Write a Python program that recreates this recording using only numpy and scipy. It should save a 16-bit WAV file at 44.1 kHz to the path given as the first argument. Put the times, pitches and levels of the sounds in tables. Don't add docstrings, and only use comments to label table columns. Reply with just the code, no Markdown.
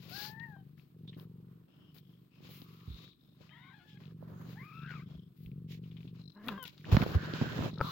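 import sys
import numpy as np
from scipy import signal
from scipy.fft import rfft, irfft, next_fast_len
from scipy.io import wavfile
from scipy.ndimage import uniform_filter1d

SR = 44100
rng = np.random.default_rng(int(sys.argv[2]) if len(sys.argv) > 2 else 0)


def master_out(mix):
    frames = np.transpose(np.atleast_2d(mix))
    ceiling = np.clip(frames, -1, 1)
    pcm = np.round(ceiling * 32767).astype(np.int16)
    wavfile.write(sys.argv[1], SR, pcm)


N = 349216
TIME = np.arange(N) / SR


def from_db(db):
    return 10 ** (np.asarray(db) / 20)


def rms_one(x):
    return x / np.sqrt(np.mean(x ** 2) + 1e-20)


def in_time(rows):
    times, *columns = np.transpose(rows)
    return [np.interp(TIME, times, column) for column in columns]


def at_hz(points, hz):
    freqs, values = np.transpose(points)
    return np.interp(np.log(hz), np.log(freqs), values)


def cut(x, hz, kind, order=2):
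    sos = signal.butter(order, np.clip(hz, 10, SR * .45), kind, fs=SR, output="sos")
    return signal.sosfilt(sos, x + 1e-18)


def drift(rate_hz, size=N):
    hop, settle = 40, 2000
    pole = np.exp(-2 * np.pi * rate_hz * hop / SR)
    white = rng.standard_normal(size // hop + settle + 2)
    slow = signal.lfilter([1], [1, -2 * pole, pole * pole], white)[settle:]
    return np.interp(np.arange(size) / hop, np.arange(len(slow)), rms_one(slow))


def resonate(x, hz, width):
    r = np.exp(-np.pi * width / SR)
    poles = [1, -2 * r * np.cos(2 * np.pi * hz / SR), r * r]
    return signal.lfilter(np.array([1, 0, -1]) * (1 - r * r) / 2, poles, x + 1e-18)


def pan(x, side_db):
    left, right = from_db(side_db / 2), from_db(-side_db / 2)
    return x * np.reshape([left, right], (2, -1)) / np.sqrt((left ** 2 + right ** 2) / 2)


def add(out, start, sound):
    i = int(start * SR)
    out[..., i:i + sound.shape[-1]] += sound[..., :max(N - i, 0)]


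def noise(spectrum):
    # (frequency [Hz], correlation [0-1])
    likeness = [(50, 0.16), (250, 0.58), (1000, 0.17), (2500, 0.017), (5000, 0.017), (14000, 0.029)]
    size = next_fast_len(N)
    hz = np.maximum(np.fft.rfftfreq(size, 1 / SR), 1)
    roll_off = (1 + (spectrum[0][0] / hz) ** 8) * (1 + (hz / spectrum[-1][0]) ** 20)
    gain = from_db(at_hz(spectrum, hz)) / roll_off
    alike = at_hz(likeness, hz)
    mid, side = rfft(rng.standard_normal((2, size))) * gain
    stereo = np.sqrt(1 + alike) * mid + np.sqrt(1 - alike) * side * [[1], [-1]]
    return rms_one(irfft(stereo, size)[:, :N])


def band_swell(start, end, db, hz, width):
    size = max(int((end - start) * SR), 100)
    band = rng.standard_normal((2, size))
    for _ in range(2):
        band = resonate(band, hz, width * 1.11)
    return from_db(db) * rms_one(band) * signal.windows.tukey(size, .7)


def room_tone(level_db=-70):
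    # (frequency [Hz], relative density [dB])
    colour = [(25, -20.5), (45, 6), (70, 7.5), (140, 3), (300, 15), (600, -18), (1200, -42), (4000, -61.5),
              (9000, -12.5)]
    return from_db(level_db) * noise(colour)


def reflections(x, band_hz=(450, 6000), t60_s=0.36):
    t = TIME[:SR // 3]
    tail = cut(rng.standard_normal((2, len(t))), band_hz, "band")
    tail *= from_db(-60 * t / t60_s) * (t > .002)
    tail /= np.sqrt((tail ** 2).sum() / 2)
    return signal.fftconvolve(x.mean(axis=0)[None], tail, axes=1)[:, :N]


def low_blip():
    # (start [s], end [s], level [dB], centre [Hz], nominal width [Hz])
    band = (5, 5, -56.5, 47.5, 22)
    out = np.zeros(N)
    add(out, band[0], band_swell(*band)[0])
    return out


def rubbing():
    # (relative scrape [dB], hiss [dB], fine hiss [dB], pan [dB])
    background_hiss = (-77, -81, -79, 1.5)
    # (start [s], end [s], attack [s], release [s],
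    # relative scrape [dB], hiss [dB], fine hiss [dB], pan [dB])
    strokes = [(-.04, 0.166, 0.11, 0.039, -59.5, -56, -61.5, 23),
               (0.074, 0.349, 0.14, 0.15, -54, -46.5, -45.5, 25),
               (.3, 0.646, .02, 0.38, -68, -71.5, -69.5, 11),
               (0.771, 0.904, 0.0054, 0.14, -69, -69.5, -71, 16),
               (1.165, 1.275, 0.024, 0.088, -56.5, -66.5, -61, 12),
               (1.4, 1.697, 0.043, 0.061, -73.5, -86, -85, -3),
               (1.663, 1.95, .025, 0.071, -68.5, -81, -88, 1),
               (1.942, 2.01, 0.0041, .02, -66.5, -64.5, -61, 15),
               (1.985, 2.267, .01, 0.063, -83, -83.5, -83, 13),
               (2.262, 2.48, 0.14, 0.024, -68.5, -71.5, -90, 7),
               (2.409, 2.71, 0.053, 0.2, -63, -58, -67, 3), (2.468, 2.683, 0.046, .08, -84, -72, -60, 1),
               (2.58, 3.117, 0.1, 0.07, -72, -66, -71, 6.5), (2.934, 3.135, .05, 0.088, -68, -62, -84, 6.5),
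               (3.356, 3.525, 0.065, 0.031, -66, -68, -94, 11),
               (3.48, 4.032, 0.052, 0.019, -80, -74.5, -100, 9),
               (3.871, 3.98, .03, 0.052, -85, -64.5, -79, -5),
               (3.99, 4.152, .015, 0.089, -62, -67, -79, 10), (4.16, 4.496, 0.19, 0.049, -57, -72, -72, 3),
               (4.442, 4.599, .03, 0.084, -57, -61, -66, 8),
               (4.504, 4.91, 0.035, 0.095, -70, -68.5, -72, 4),
               (4.874, 5.065, 0.036, 0.14, -63, -58.5, -70, 2), (5.066, 5.217, .04, 0.13, -62, -65, -78, 0),
               (5.362, 5.522, 0.013, 0.077, -93, -73, -67, 10),
               (5.674, 5.798, 0.046, 0.081, -67.5, -53, -63, -3),
               (5.815, 6.126, .015, 0.035, -76, -72.5, -81, 7),
               (6.135, 6.252, 0.025, 0.04, -66.5, -67, -84, 6),
               (6.38, 6.655, 0.15, 0.15, -52.5, -57, -62, 3),
               (6.65, 6.717, .004, 0.062, -61.5, -47, -59, 4),
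               (6.702, 6.87, 0.025, 0.014, -75, -66.5, -74, 2),
               (6.832, 6.926, 0.075, .01, -44, -49, -65, -1.5),
               (6.914, 6.997, 0.0048, 0.048, -37, -40.5, -49.5, -1),
               (6.962, 7.052, 0.036, 0.015, -35.5, -44.5, -53, 8),
               (7.027, 7.2, 0.05, 0.049, -41.5, -48.5, -57.5, 3.5),
               (7.139, 7.355, 0.078, 0.026, -46, -51.5, -66.5, 1),
               (7.323, 7.474, 0.025, 0.045, -42.5, -44.5, -61.5, -1.5),
               (7.439, 7.597, 0.02, 0.034, -44.5, -48, -62.5, -2.5),
               (7.544, 7.714, 0.032, 0.024, -42.5, -47, -61.5, -6),
               (7.68, 7.827, .02, .02, -59.5, -66.5, -76, 1), (7.801, 7.98, 0.017, .05, -56.5, -54, -57, 3)]
    power = from_db(background_hiss[:3])[:, None] ** 2 * np.ones(N)
    lean = power.sum(axis=0) * background_hiss[3]
    for start, end, attack, release, *band_db, side_db in strokes:
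        on = (TIME > start) & (TIME < end)
        contact = np.minimum((TIME[on] - start) / attack, 1) * np.minimum((end - TIME[on]) / release, 1)
        stroke = (from_db(np.array(band_db)[:, None]) * contact) ** 2
        power[:, on] += stroke
        lean[on] += stroke.sum(axis=0) * side_db
    return (*(10 * np.log10(power)), lean / power.sum(axis=0))


def rustle(scrape_db, hiss_db, fine_db, side_db, firm_db=-44):
    # (frequency [Hz], relative density [dB])
    scrape_colour = [(350, -24), (750, -17), (1000, 10), (1200, 9), (1550, 5), (1850, 1.5), (2700, -19),
                     (3800, -60)]
    drag_colour = [(70, 1.5), (160, 3), (300, -2), (600, -9), (1000, -18), (1600, -30.5)]
    hiss_colour = [(1800, 1), (2400, 3.5), (3000, 3.5), (3600, 3), (4300, 3.5), (5200, -1.5), (6000, -9.5),
                   (6900, -8.5), (8000, -19.5), (9500, -57)]
    fine_colour = [(8500, -15), (10500, -13), (12500, -7), (15000, -5), (16500, 8)]
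    catching = rms_one(from_db(drift(93) + 1.4 * drift(16)))
    scrape = pan(noise(scrape_colour) * from_db(scrape_db - 9 + 2 * drift(60)), side_db * .38)
    drag = noise(drag_colour) * from_db(-43 + 4 * drift(40) + 1.11 * (scrape_db - firm_db))
    hiss = pan(noise(hiss_colour) * from_db(hiss_db - 2), side_db)
    fine = pan(noise(fine_colour) * from_db(fine_db), side_db + 3)
    return catching * (scrape + drag + hiss + fine)


def crackle(hiss_db, side_db, snaps_per_s=70, decay_s=.0012, band_hz=(1100, 4300)):
    sizes = from_db(4 * np.minimum(rng.exponential(1, N), 4))
    triggers = rng.random(N) < snaps_per_s / SR
    bursts = signal.lfilter([1], [1, -np.exp(-1 / (decay_s * SR))], sizes * triggers + 1e-18)
    grains = rms_one(cut(bursts * rng.standard_normal((2, N)), band_hz, "band", order=6))
    return pan(grains * from_db(hiss_db - 13), side_db)


def swishes():
    # (start [s], end [s], level [dB], centre [Hz], nominal width [Hz], pan [dB])
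    rubs = [(0.087, 0.33, -46, 4390, 1200, 41), (1.079, 1.19, -71, 3360, 1100, -2),
            (1.169, 1.6, -83, 910, 330, 4), (2.401, 3.199, -70, 1165, 300, -2),
            (4.219, 4.501, -71, 1240, 500, -17), (1.072, 1.108, -51.5, 3600, 340, -2),
            (.1, 0.31, -59.5, 1510, 300, 12), (3.7, 3.474, -61, 2250, 810, 14),
            (4.278, 4.625, -77.5, 6600, 900, -20), (2.825, 3.19, -60.5, 3750, 570, 8),
            (2.944, 2.76, -53, 3600, 570, 12), (6.979, 7.74, -48.5, 1544, 400, -5.5),
            (7.8, 7.959, -44.5, 1110, 296, 3), (7.805, 7.957, -46.5, 3925, 1000, -5.5)]
    out = np.zeros((2, N))
    for start, end, db, hz, width, side_db in rubs:
        add(out, start, pan(band_swell(start, end, db, hz, width), side_db))
    return out


def ticks(snap_db=20, spread=1.282, skirt_db=-13):
    # (time [s], peak [dB], centre [Hz], decay [s], pan [dB])
    hits = [(.398, -43, 3180, 0.0037, 25), (.563, -53, 840, 0.0044, 2), (.779, -55.5, 1800, 0.0023, 16),
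            (.796, -51, 2830, .002, 18), (1.078, -47, 3620, 0.0053, 1), (1.095, -51, 3700, .004, 9),
            (1.129, -51, 2430, 0.011, 7), (1.146, -54, 3620, .002, 11), (1.198, -44.5, 3670, 0.0016, 20),
            (1.984, -46, 3950, 0.0014, 25), (2.618, -40.5, 3700, 0.0024, 20), (2.806, -51, 2700, .003, 19),
            (3.133, -54.5, 3070, 0.0014, 13), (3.493, -48, 2230, 0.0066, 17),
            (3.973, -53, 2070, 0.0053, 18), (4.004, -55, 2220, 0.0039, 15), (4.025, -57, 2200, .003, 15),
            (4.079, -54, 2740, 0.0024, 17), (4.037, -48, 2820, 0.0017, 15), (4.055, -46, 3170, 0.0018, 22),
            (4.109, -59, 1400, .002, 12), (4.916, -42, 2160, 0.01, -2), (5.461, -46.5, 2764, 0.0036, 16),
            (5.516, -55, 2700, 0.0022, 18), (5.838, -55, 2700, 0.018, 19), (5.913, -51, 2850, 0.011, 19),
            (5.968, -46.5, 2860, 0.016, 18), (6.006, -51, 2820, .003, 22), (6.03, -50, 2700, .003, 19),
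            (6.056, -59, 3020, .003, 14.5), (6.077, -49.5, 3200, 0.017, 27), (6.375, -52, 1050, 0.012, 16),
            (6.302, -48, 3850, 0.0051, 34.5), (6.779, -44, 4030, 0.0059, 6),
            (6.844, -43, 1690, 0.0052, -12), (6.853, -41.5, 2830, 0.0081, 11),
            (6.464, -42, 14500, .002, 10), (6.475, -40, 14000, .002, 14), (6.4845, -32.5, 14300, 0.0039, 4),
            (6.484, -23, 3050, 0.0063, 13), (6.488, -24.5, 1170, .0033, 12),
            (6.628, -27.5, 14300, .009, 26), (6.638, -32, 13300, .0012, 27), (6.64, -38, 3970, .0015, 25),
            (6.653, -36.5, 3030, 0.016, 27), (6.679, -36.5, 3600, 0.0037, 21),
            (6.678, -35, 13700, 0.0022, 25), (6.916, -35, 2600, 0.0012, 24), (6.945, -40, 2760, 0.0031, -8),
            (6.968, -23, 4070, 0.00075, 3), (7.0183, -29, 2900, 0.0019, -28),
            (7.3372, -27.5, 3860, 0.0015, 15)]
    out, t = np.zeros((2, N)), TIME[:SR // 8]
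    for start, db, hz, decay, side_db in hits:
        burst = rng.standard_normal(len(t)) * np.exp(-t / decay) + from_db(snap_db) * (t == 0)
        tick = cut(burst, [hz / spread, hz * spread], "band", order=3)
        tick += from_db(skirt_db) * cut(burst, [hz / 6, hz / 2], "band")
        add(out, start, pan(from_db(db) * tick / np.abs(tick).max(), side_db))
    return out


def thuds(swell_cycles=.48, crunch_db=-15, left_lag_s=.00057):
    # (time [s], relative level [dB], pitch [Hz])
    blows = [(1.167, -41.5, 279), (2.62, -39.5, 259), (2.875, -33.5, 90), (2.898, -33.5, 61),
             (2.93, -41, 55), (5.154, -42, 60), (5.451, -40, 51.7), (6.051, -41, 227), (6.922, -10.5, 82),
             (6.942, -11.5, 103), (6.968, -11, 162), (7.007, -19.5, 150), (7.016, -28, 218),
             (7.024, -17.5, 190), (7.063, -23.5, 416), (7.149, -14.5, 83), (7.161, -20.5, 85),
             (7.336, -26, 267), (7.413, -16, 175), (7.421, -18, 187), (7.465, -31, 252),
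             (7.589, -23.5, 236), (7.596, -32, 82.4), (7.624, -31, 273), (7.73, -33.5, 202),
             (7.844, -29, 161)]
    out, t = np.zeros((2, N)), TIME[:SR // 5]
    lag = np.array([[left_lag_s], [0]])
    for start, db, hz in blows:
        swell = swell_cycles / hz
        envelope = (t / swell) ** 2 * np.exp(2 - 2 * t / swell)
        crunch = rms_one(cut(rng.standard_normal((2, len(t))), 3.3 * hz, "low", order=4))
        tone = np.sin(2 * np.pi * hz * (t - swell - lag))
        add(out, start, from_db(db) * envelope * (from_db(crunch_db) * crunch - tone))
    return pan(cut(out, 52, "high", order=4), side_db=-4)


def jolts(low_cut_hz=260, crunch_db=-19, crunch_s=.0034):
    # (time [s], peak [dB], upper edge [Hz], pan [dB])
    hits = [(6.92, -27.5, 1000, -17), (6.9325, -29, 1410, -7), (6.945, -25, 1400, -7),
            (6.9676, -15, 2040, -15), (7.018, -25, 1860, -17), (7.025, -23.5, 1560, -12),
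            (7.031, -33, 1600, 3), (7.147, -28, 1420, 12), (7.414, -29, 1690, -12), (7.591, -37, 1090, -6),
            (7.624, -33, 1430, -14), (4.226, -38.5, 610, -25)]
    out, t = np.zeros((2, N)), TIME[:SR // 16]
    for start, db, hz, side_db in hits:
        crunch = from_db(crunch_db) * rng.standard_normal((2, len(t))) * np.exp(-t / crunch_s)
        crack = cut(cut((t == 0) + crunch, hz, "low", order=4), low_cut_hz, "high")
        add(out, start, pan(from_db(db) * crack / np.abs(crack).max(), side_db))
    return out


def knocks(padded_hz=3000):
    # (time [s], relative level [dB])
    hits = [(6.488, -53), (6.97, -28), (7.777, -38), (7.794, -34), (7.805, -24.5), (7.8107, -23),
            (7.812, -12.5)]
    # (frequency [Hz], relative level [dB], t60 [s])
    modes = [(131, -16.5, 0.088), (524, -5, 0.015), (940, -11.5, 0.015), (1302, -7, 0.023),
             (1510, -37, 0.0074), (2270, -36, 0.022), (4800, -14.5, .018)]
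    out, t = np.zeros(N), TIME[:SR // 8]
    for start, db in hits:
        for hz, mode_db, t60 in modes:
            envelope = from_db(db + mode_db + rng.normal(0, 1) - 60 * t / t60)
            add(out, start, envelope * np.sin(2 * np.pi * hz * t))
    return pan(cut(out, padded_hz, "low", order=3), side_db=5)


def cry(contour, tones, jitter, rasp, shimmer_db, gain_db, side_db,
        mouth_hz=3700, ring_hz=3000, ring_db=0, hollow_db=0, fade_db=3):
    hz, db = in_time(contour)
    on = (TIME > contour[0][0]) & (TIME < contour[-1][0])
    size = on.sum()
    hz = hz[on] * (1 + jitter * drift(55.4, size) + np.broadcast_to(rasp, N)[on] * drift(560, size))
    phase = 2 * np.pi * np.cumsum(hz) / SR
    stack = 0
    for k, tone_db in enumerate(tones, 1):
        ring = ring_db * np.exp(-((k * hz - ring_hz) / 330) ** 2)
        hollow = hollow_db * np.exp(-((k * hz - 3050) / 280) ** 2)
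        fade = (k > 1) * fade_db * drift(4.7, size)
        stack = stack + from_db(tone_db + ring + hollow + fade) * np.sin(k * phase)
    stack = cut(stack, mouth_hz, "low", order=12)
    envelope = from_db(db + gain_db + shimmer_db * drift(100))[on] * signal.windows.tukey(size, .08)
    out = np.zeros(N)
    out[on] = np.sqrt(2) * stack * envelope
    return pan(out, side_db)


def kittens(rasp_hz=1570, rasp_width_hz=140):
    # (time [s], pitch [Hz], relative level [dB])
    clear = [(0.1, 661, -57), (0.162, 806, -57), (0.2, 827, -57.5), (0.25, 854, -54.5), (0.36, 883, -61),
             (0.44, 940, -60.5), (0.552, 790, -62), (0.612, 770, -69), (0.64, 760, -90)]
    thin = [(3.5, 887, -77), (3.536, 1020, -67), (3.55, 913, -73), (3.57, 985, -66.5), (3.62, 956, -68),
            (3.646, 1038, -66), (3.69, 1095, -63.5), (3.75, 860, -70.5), (3.78, 830, -77),
            (3.812, 731, -72.5), (3.85, 724, -78)]
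    faint = [(3.49, 597, -64.5), (3.548, 632, -71), (3.602, 735, -72.5), (3.71, 761, -66), (3.77, 846, -65),
             (3.914, 862, -72), (3.99, 795, -65)]
    squeal = [(4.54, 635, -75), (4.575, 857, -62.5), (4.6, 1012, -66), (4.64, 1192, -60.5),
              (4.74, 1247, -58.5), (4.78, 1323, -57), (4.83, 1345, -57.5), (4.86, 1390, -58.5),
              (4.915, 1536, -52.5), (4.935, 1318, -56.5), (4.965, 1290, -54.5), (5.0, 1065, -68),
              (5.018, 1150, -63), (5.04, 1488, -59)]
    clear_tones = [-0.5, -3.5, -26.5, -25.5]
    thin_tones = [-6.5, -2.5, -13.5, -11]
    faint_tones = [-18, -8.5, -19, -17, -7, -8]
    squeal_tones = [-0.5, -6, -26, -26]
    # (time [s], level [dB])
    rasp_curve = [(4.53, -80), (4.6, -70), (4.8, -85), (4.85, -51.5), (4.88, -65), (4.92, -58), (4.95, -78),
                  (5.02, -67), (5.05, -90)]
    rasp = resonate(rng.standard_normal(N), rasp_hz, rasp_width_hz)
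    rasp = rms_one(resonate(rasp, rasp_hz, 2 * rasp_width_hz))
    rasp *= from_db(in_time(rasp_curve)[0]) * (TIME > rasp_curve[0][0]) * (TIME < rasp_curve[-1][0])
    strain = np.interp(TIME, [4.8, 4.85, 4.94, 4.98], [.046, .08, .09, .065])
    out = cry(clear, clear_tones, jitter=.0062, rasp=.013, shimmer_db=1, gain_db=1, side_db=19,
              mouth_hz=3200, ring_hz=3060, ring_db=16.5, fade_db=8)
    out += cry(thin, thin_tones, jitter=.0125, rasp=.07, shimmer_db=-.5, gain_db=6.5, side_db=11)
    out += cry(faint, faint_tones, jitter=.0072, rasp=.032, shimmer_db=2, gain_db=7.5, side_db=19,
               mouth_hz=3650)
    out += cry(squeal, squeal_tones, jitter=.0133, rasp=strain, shimmer_db=1, gain_db=2, side_db=11,
               mouth_hz=5300, ring_hz=1945, ring_db=15, hollow_db=-12, fade_db=1)
    return out + pan(rasp, side_db=5)


def mother_call():
    # (time [s], pitch [Hz], relative level [dB])
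    trill = [(6.34, 177.2, -76), (6.37, 216.4, -54), (6.39, 205.4, -58.5), (6.42, 211, -57),
             (6.46, 216.2, -50.5), (6.49, 259, -45), (6.52, 200.6, -46), (6.57, 190, -48.5),
             (6.59, 190, -59)]
    mew = [(6.576, 539, -41), (6.585, 537, -53.5), (6.61, 523, -50.5), (6.64, 493, -55), (6.68, 449, -77)]
    trill_tones = [5.5, -12, -14.5, -30, -4.5, -15.5, -34, -10.5, -29, -21, -39, -38, -36, -20, -37, -45.5]
    mew_tones = [-10, 0, -3.5, -13, -29, -5.5, -16, -39]
    return (cry(trill, trill_tones, jitter=.036, rasp=.05, shimmer_db=2.5, gain_db=-3, side_db=2)
            + cry(mew, mew_tones, jitter=.0024, rasp=0, shimmer_db=3, gain_db=-1, side_db=10))


def breathing(end_s=8.1, dip_db=-20, attack_s=.073, release_s=.029):
    # (start [s], level [dB], change over the breath [dB],
    # closing snap [dB], throat drive [dB], pan [dB])
    breaths = [(-.282, -54, 11, -2, -5, 3.5), (.197, -52, -12, 1, -3.5, 4), (.901, -50.5, -11, -2, 4.5, 1),
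               (1.682, -58, -0.5, -3, 3, 0), (2.295, -55, -3.5, -3, 4.5, 0.3),
               (3.152, -60, 1.5, 6, -9, -0.5), (3.841, -48.5, 4, -1.5, -0.5, -0.5),
               (4.698, -46.5, -12, 3, -5, 2), (5.342, -46, -7, 0, -2, 1.5),
               (6.331, -63.5, 21, -2.5, -14, -9), (6.75, -44, 2, -4, 3.5, 0)]
    rates = [23.6, 24.2, 23.05, 24.3, 23.35, 24.65, 23.4, 24.8, 23.55, 25, 22.5]
    # (speed-up [Hz/s], delay of the closing snap [cycles], jitter [cycles])
    flows = [(1.1, .42, .012), (-1.3, .36, .028)]
    controls = np.zeros((7, N))
    ends = [row[0] for row in breaths[1:]] + [end_s]
    for k, (start, db, change_db, closing_db, throat_db, side_db) in enumerate(breaths):
        on = (TIME >= start) & (TIME < ends[k])
        since, until = TIME[on] - start, ends[k] - TIME[on]
        speed_up, delay, jitter = flows[k % 2]
        cycles = rates[k] * since - speed_up * since * until / 2
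        turn = np.exp(-since / attack_s) + np.exp(-until / release_s)
        level = db + change_db * (since / (ends[k] - start) - .5) + dip_db * turn
        curves = cycles, delay, jitter, closing_db, level, throat_db, side_db
        controls[:, on] = np.broadcast_arrays(*curves)
    return controls


def glottis(cycles, delay, jitter, closing_db, uneven_db=1.5):
    opening = np.diff(np.floor(cycles + jitter * drift(10)), prepend=0) > 0
    closing = np.diff(np.floor(cycles + 2 * jitter * drift(10) - delay), prepend=0) > 0
    return np.array([opening, closing * from_db(closing_db)]) * from_db(uneven_db * drift(27))


def nose(pulses, smoothing_hz=50):
    # (start [s], end [s], level [dB], centre [Hz], nominal width [Hz], steady share [0-1])
    whistles = [(0.294, 0.665, -84, 3900, 350, 0.4), (1.661, 1.816, -74, 2940, 800, .7),
                (1.758, 1.963, -70, 3040, 397, .8), (1.93, 2.257, -75.5, 3210, 450, 0.46),
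                (2.292, 2.43, -72, 2630, 500, 0.86), (3.128, 3.425, -75.5, 3720, 513, 0.64),
                (3.858, 3.963, -65, 3290, 700, 0.9), (4.679, 5.044, -68.5, 3570, 699, 0.1),
                (4.968, 5.336, -72.5, 3290, 450, 0.46), (6.152, 6.413, -62.5, 4010, 221, 0.22),
                (6.69, 6.86, -75, 4020, 600, .2), (7.68, 7.826, -57.5, 3900, 590, 0.32)]
    # (centre [Hz], nominal width [Hz], relative level [dB])
    upper = (5150, 510, -14.5)
    upper_hz, upper_width, upper_db = upper
    out, puffs = np.zeros((2, N)), rms_one(cut(pulses, smoothing_hz, "low"))
    for start, end, db, hz, width, steady in whistles:
        whistle = band_swell(start, end, db, hz, width)
        whistle += band_swell(start, end, db + upper_db, upper_hz, upper_width)
        flow = steady + (1 - steady) * puffs[int(start * SR):][:whistle.shape[1]]
        add(out, start, whistle * flow)
    return pan(out, side_db=8)


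def purr(opening, closing, level_db, throat_db, side_db, soft_hz=270, muffle_hz=480):
    # (frequency [Hz], width [Hz], relative level [dB])
    modes = [(142.5, 52, 30.5), (191.6, 62, 17.5), (190, 810, -2)]
    chest = sum((-1) ** k * from_db(db) * resonate(-(opening + closing), hz, width)
                for k, (hz, width, db) in enumerate(modes))
    chest = cut(chest, soft_hz, "low", order=4)
    edges = (opening * from_db(-4) + closing * from_db(8)) * from_db(throat_db + 2.5 * drift(25))
    throat = resonate(-edges, hz=345, width=140)
    throat = cut(throat, muffle_hz, "low", order=7)
    body = cut(chest + pan(throat, side_db=2.5), 105, "high")
    running_rms = np.sqrt(uniform_filter1d((body ** 2).mean(axis=0), size=5600) + 1e-14)
    left, right = body / running_rms * from_db(level_db)
    right = cut(right, 700, "low", order=1)
    return pan(np.array([left, right]), side_db)


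def scene(wet_db=-19):
    cycles, delay, jitter, closing_db, level_db, throat_db, side_db = breathing()
    opening, closing = glottis(cycles, delay, jitter, closing_db)
    scrape_db, hiss_db, fine_db, rub_side_db = rubbing()
    voices = purr(opening, closing, level_db, throat_db, side_db) + kittens() + mother_call()
    near = voices + ticks() + thuds() + jolts() + knocks()
    bedding = rustle(scrape_db, hiss_db, fine_db, rub_side_db) + crackle(hiss_db, rub_side_db)
    bedding += swishes() + low_blip()
    return near + from_db(wet_db) * reflections(near) + nose(opening + closing) + bedding + room_tone()


def record(dry, cutoff_hz=15950):
    # (centre [Hz], width [Hz], depth left [0-1], depth right [0-1])
    dips = [(4500, 1700, 0.05, 0.9), (8980, 2400, 0.58, 0.3)]
    for hz, width, *depths in dips:
        dry = dry - np.array(depths)[:, None] * resonate(dry, hz, width)
    return signal.sosfilt(signal.ellip(12, .1, 80, cutoff_hz, fs=SR, output="sos"), dry)


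dry = scene()
out = record(dry)
master_out(out)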